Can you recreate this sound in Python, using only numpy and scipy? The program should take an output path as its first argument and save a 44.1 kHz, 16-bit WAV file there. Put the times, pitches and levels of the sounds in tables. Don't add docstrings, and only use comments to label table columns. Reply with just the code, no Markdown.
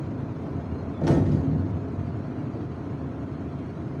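import sys
import numpy as np
from scipy import signal
from scipy.fft import rfft, irfft
from scipy.io import wavfile
from scipy.ndimage import uniform_filter1d

SR = 44100
rng = np.random.default_rng(int(sys.argv[2]) if len(sys.argv) > 2 else 0)


def inscribe(sig):
    pcm = np.round(np.clip(np.atleast_2d(sig).T, -1, 1) * 32767)
    wavfile.write(sys.argv[1], SR, pcm.astype(np.int16))


N = 176400
TIME = np.arange(N) / SR


def amp(db):
    return 10 ** (np.asarray(db) / 20)


def unit(x):
    return x / np.sqrt(np.mean(x ** 2) + 1e-20)


def read(points, hz):
    f, value = np.transpose(points)
    return np.interp(np.log(hz + 1), np.log(f + 1), value)


def add(mix, start_s, sound):
    part = mix[round(start_s * SR):][:len(sound)]
    part += sound[:len(part)]


def noise(colour):
    hz = np.fft.rfftfreq(N, 1 / SR)
    magnitude = amp(read(colour, hz)) * (hz < colour[-1][0])
    return unit(irfft(magnitude * np.exp(2j * np.pi * rng.random(len(hz))), N))


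def wander(rate_hz):
    hz = np.fft.rfftfreq(N, 1 / SR)
    return unit(irfft(rfft(rng.standard_normal(N)) * (hz > 0) / (1 + (hz / rate_hz) ** 4), N))


# multiple of the crank speed, rms level/dB
CRANK_ORDERS = [(3, -45.5), (4, -51.5), (5, -45), (9, -50.5), (10, -47), (11, -48.5), (12, -50),
                (13, -53.5), (14, -54), (15, -51.5), (23, -60.5), (24, -63.5), (25, -59)]
# f/Hz, relative level/dB
RUMBLE_COLOUR = [(20, -16.5), (46, -6.5), (60, -10.5), (80, 1.5), (145, 2), (195, -4.5), (265, -0.5),
                 (350, -11.5), (430, -11), (500, -15.5), (590, -18), (680, -14), (790, -22), (1050, -21),
                 (1500, -39), (2500, -73), (6000, -100)]
# t/s, level/dB
RUMBLE_SWELL = [(0, -32.5), (.9, -30.5), (2, -32), (3, -32.5), (4, -33.5)]
# f/Hz, relative level/dB
CLATTER_COLOUR = [(600, -10.5), (1020, -5.5), (1300, 4), (1550, 0), (1730, -4), (2300, -7.5), (2900, -13.5),
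                  (3800, -19), (4150, -16), (4700, -23.5), (5300, -25), (6000, -26), (6650, -23.5),
                  (6950, -32), (7500, -31), (7950, -38), (8350, -31.5), (8700, -36), (9400, -32.5),
                  (11000, -43), (12200, -50.5), (15500, -62.5)]
CRANK_HZ, PUMP_HZ = 27.57, 540


def engine():
    turns = np.cumsum(CRANK_HZ * (1 + 0.003 * wander(rate_hz=1.67))) / SR
    hum = np.zeros(N)
    for order, db in CRANK_ORDERS:
        hum += amp(db + 0.74 * wander(rate_hz=2.1)) * np.sin(2 * np.pi * (order * turns + rng.random()))
    pump = amp(-57 + 1.8 * wander(rate_hz=0.7)) * np.sin(2 * np.pi * turns * PUMP_HZ / CRANK_HZ)
    rumble = noise(RUMBLE_COLOUR) * amp(np.interp(TIME, *np.transpose(RUMBLE_SWELL)))
    pulsing = 1 + 0.044 * np.cos(2 * np.pi * turns)
    flutter = amp(0.5 * wander(rate_hz=23))
    clatter = amp(-53.5) * unit(flicker(noise(CLATTER_COLOUR)))
    return np.sqrt(2) * (hum + pump) + pulsing * flutter * (rumble + clatter)


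# f/Hz, level swing/dB
FLICKER_DEPTH = [(1000, -0.5), (3000, 3.5), (6000, 5), (10000, 4), (12000, 2.5)]


def flicker(x):
    hz, _, bands = signal.stft(x, SR, nperseg=1024)
    patches = uniform_filter1d(rng.standard_normal(bands.shape), size=2, axis=0)
    patches = unit(uniform_filter1d(patches, size=4, axis=1))
    return signal.istft(bands * amp(read(FLICKER_DEPTH, hz)[:, None] * patches), SR, nperseg=1024)[1][:N]


# t/s, length/s, level/dB
AIR_LEAK = (.32, .3, -88)
# f/Hz, relative level/dB
AIR_COLOUR = [(9000, -26), (11000, -8), (12600, 0), (14000, -14), (15500, -25)]
# t/s, length/s, level/dB
OIL_SQUEAL = (.935, 0.07, -64.5)
# f/Hz, relative level/dB
OIL_COLOUR = [(2800, -49), (3380, -17), (3470, 3), (3560, -22), (4500, -48)]


def valve(event, colour):
    start_s, length_s, db = event
    progress = np.clip((TIME - start_s) / length_s, 0, 1)
    return amp(db) * np.sqrt(np.sin(np.pi * progress) + 1e-12) * noise(colour)


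def onset(rise_s):
    return 1 - np.exp(-(TIME / rise_s) ** 2)


def dense_ring(colour, t60):
    hz, t, bands = signal.stft(noise(colour)[:N // 2], SR, nperseg=512)
    tail = signal.istft(bands * amp(-60 * t / read(t60, hz)[:, None]), SR, nperseg=512)[1]
    return np.pad(tail, (0, N - len(tail)))


def ring(modes):
    t = TIME[:N // 2]
    tone = np.zeros(N)
    for hz, db, t60 in modes:
        for twin_db in (0, -7):
            pitch = hz * (1 + 0.0041 * rng.standard_normal())
            add(tone, 0, amp(db + twin_db - 60 * t / t60) * np.sin(2 * np.pi * (pitch * t + rng.random())))
    return tone


# t/s, clang level/dB, clash level/dB, clang cutoff f/Hz
BLOWS = [(1.009, -1.5, -19, 387), (1.032, -3, -12, 358), (1.065, -3, -1.5, 2010), (1.071, -3.5, -3, 2390),
         (1.103, -11.5, -11.5, 520), (1.130, -11.5, -16.5, 930), (1.160, -9.5, -16, 910),
         (1.200, -7.5, -24.5, 450), (1.254, -8.5, -15, 404), (1.283, -16, -21.5, 496),
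         (1.315, -9.5, -12.5, 380), (1.362, -17.5, -28.5, 1480), (1.404, -10.5, -26.5, 450),
         (1.515, -13, -33, 590), (1.64, -12, -31.5, 330), (2.545, -12, -35, 400), (2.603, -21.5, -24, 900)]


def blows():
    out = np.zeros(N)
    for start_s, clang_db, clash_db, cutoff_hz in BLOWS:
        clang = wall_clang(clang_db, cutoff_hz)
        chatter = amp(1.5 * wander(rate_hz=160))
        add(out, start_s, clang + chatter * fitting_clash(clash_db))
    return out


# f/Hz, relative level/dB
WALL_COLOUR = [(100, -8), (220, -9), (330, 3.5), (390, -6), (520, -5), (760, -6.5), (1100, -22.5),
               (1700, -23.5), (2500, -38.5), (5000, -51), (9000, -90)]
# f/Hz, t60/s
WALL_T60 = [(150, 0.54), (350, 0.64), (700, 0.39), (2000, 0.34), (6000, .3)]
# f/Hz, relative level/dB, t60/s
FRAME_MODES = [(333.4, 0.5, 1), (317.6, -1, 0.1), (426, -12.5, 0.94), (454, -5.5, 0.5), (541, -10, 1),
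               (658, -12, 0.81), (713, -10, 0.52), (800, -12, 0.5), (892, -5.5, 0.33), (1295, -19.5, 1),
               (1460, -19.5, 0.53), (1818, -12, 0.16)]


def wall_clang(db, cutoff_hz):
    steel = amp(-20.5) * dense_ring(WALL_COLOUR, WALL_T60) + amp(-26) * ring(FRAME_MODES)
    contact = signal.butter(2, cutoff_hz, fs=SR, output="sos")
    return amp(db) * signal.sosfilt(contact, steel * onset(rise_s=0.0052))


# f/Hz, relative level/dB
CLASH_COLOUR = [(900, -4.5), (1800, 6.5), (2700, -1.5), (4400, -0.5), (5500, -6.5), (6500, -5), (7700, -14),
                (9600, -15), (12000, -19.5), (15500, -35.5)]
# f/Hz, t60/s
CLASH_T60 = [(1000, 1), (4000, 0.45), (9500, 0.62), (13000, .23)]
# f/Hz, relative level/dB, t60/s
FITTING_MODES = [(1842, 0.5, .6), (2030, -10, 0.49), (2095, -9, 0.47), (2454, -6.5, 0.35),
                 (2960, -11.5, 0.54), (3280, -6, 0.26), (4400, -19.5, 0.32), (4880, -13, 0.15),
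                 (5980, -11, 0.32), (6530, -16.5, 0.37)]
SHIMMER_ABOVE_HZ = 7300


def fitting_clash(db):
    steel = amp(-43) * flicker(dense_ring(CLASH_COLOUR, CLASH_T60)) + amp(-45) * ring(FITTING_MODES)
    top_hz = np.clip(15600 + 333 * db, SR / 20, SR * 9 / 20)
    steel = signal.sosfilt(signal.butter(6, top_hz, fs=SR, output="sos"), steel)
    bite = signal.sosfiltfilt(signal.butter(4, SHIMMER_ABOVE_HZ, fs=SR, output="sos"), steel)
    shimmer = steel - bite
    return amp(db) * (bite * onset(rise_s=0.003) + shimmer * onset(rise_s=0.01))


# t/s, relative level/dB, focus f/Hz
HEAVES = [(1.028, -6.5, 165), (1.099, 1.5, 130), (1.169, 4, 124), (1.280, 0, 155), (1.340, -5, 149),
          (1.47, -4, 141), (1.545, -6, 85.5), (1.708, -7, 97), (1.969, -9, 96), (2.142, -13.5, 97)]
# f/Hz, relative level/dB
PANEL_COLOUR = [(35, 0), (50, -18.5), (62, -21.5), (76, 8.5), (100, -1.5), (140, -3), (190, -0.5),
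                (270, -5.5), (380, -13.5), (700, -65.5)]
# f/Hz, relative level/dB, t60/s
BOX_MODES = [(82.6, -1.5, 0.43), (96.2, -2, 1.3), (104.3, -1.5, 0.53), (137, -3, 0.54), (155.1, -1.5, 0.66),
             (232.9, -3.5, 0.66), (269.4, -0.5, 2.1)]
PANEL_T60_S, FOCUS_DB_PER_OCTAVE = 0.59, 16.5


def booms():
    out = np.zeros(N)
    for start_s, db, focus_hz in HEAVES:
        panels = amp(-22 - 60 * TIME / PANEL_T60_S) * noise(PANEL_COLOUR)
        modes = [(hz, level - FOCUS_DB_PER_OCTAVE * abs(np.log2(hz / focus_hz)), t60)
                 for hz, level, t60 in BOX_MODES]
        add(out, start_s, amp(db) * onset(rise_s=0.0038) * (panels + amp(-18) * ring(modes)))
    return out


def scene():
    return (engine() + valve(AIR_LEAK, AIR_COLOUR) + valve(OIL_SQUEAL, OIL_COLOUR) + blows() + booms())[None]


LOW_CUT_HZ, BAND_LIMIT_HZ = 71, 15700


def record(dry):
    thinned = signal.sosfilt(signal.butter(2, LOW_CUT_HZ, "highpass", fs=SR, output="sos"), dry)
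    mic_hiss = amp(-87) * rng.standard_normal(N)
    band_limit = signal.firwin(511, BAND_LIMIT_HZ, window=("kaiser", 9), fs=SR)
    return signal.oaconvolve(thinned + mic_hiss, band_limit[None], "same")


dry = scene()
out = record(dry)
inscribe(out)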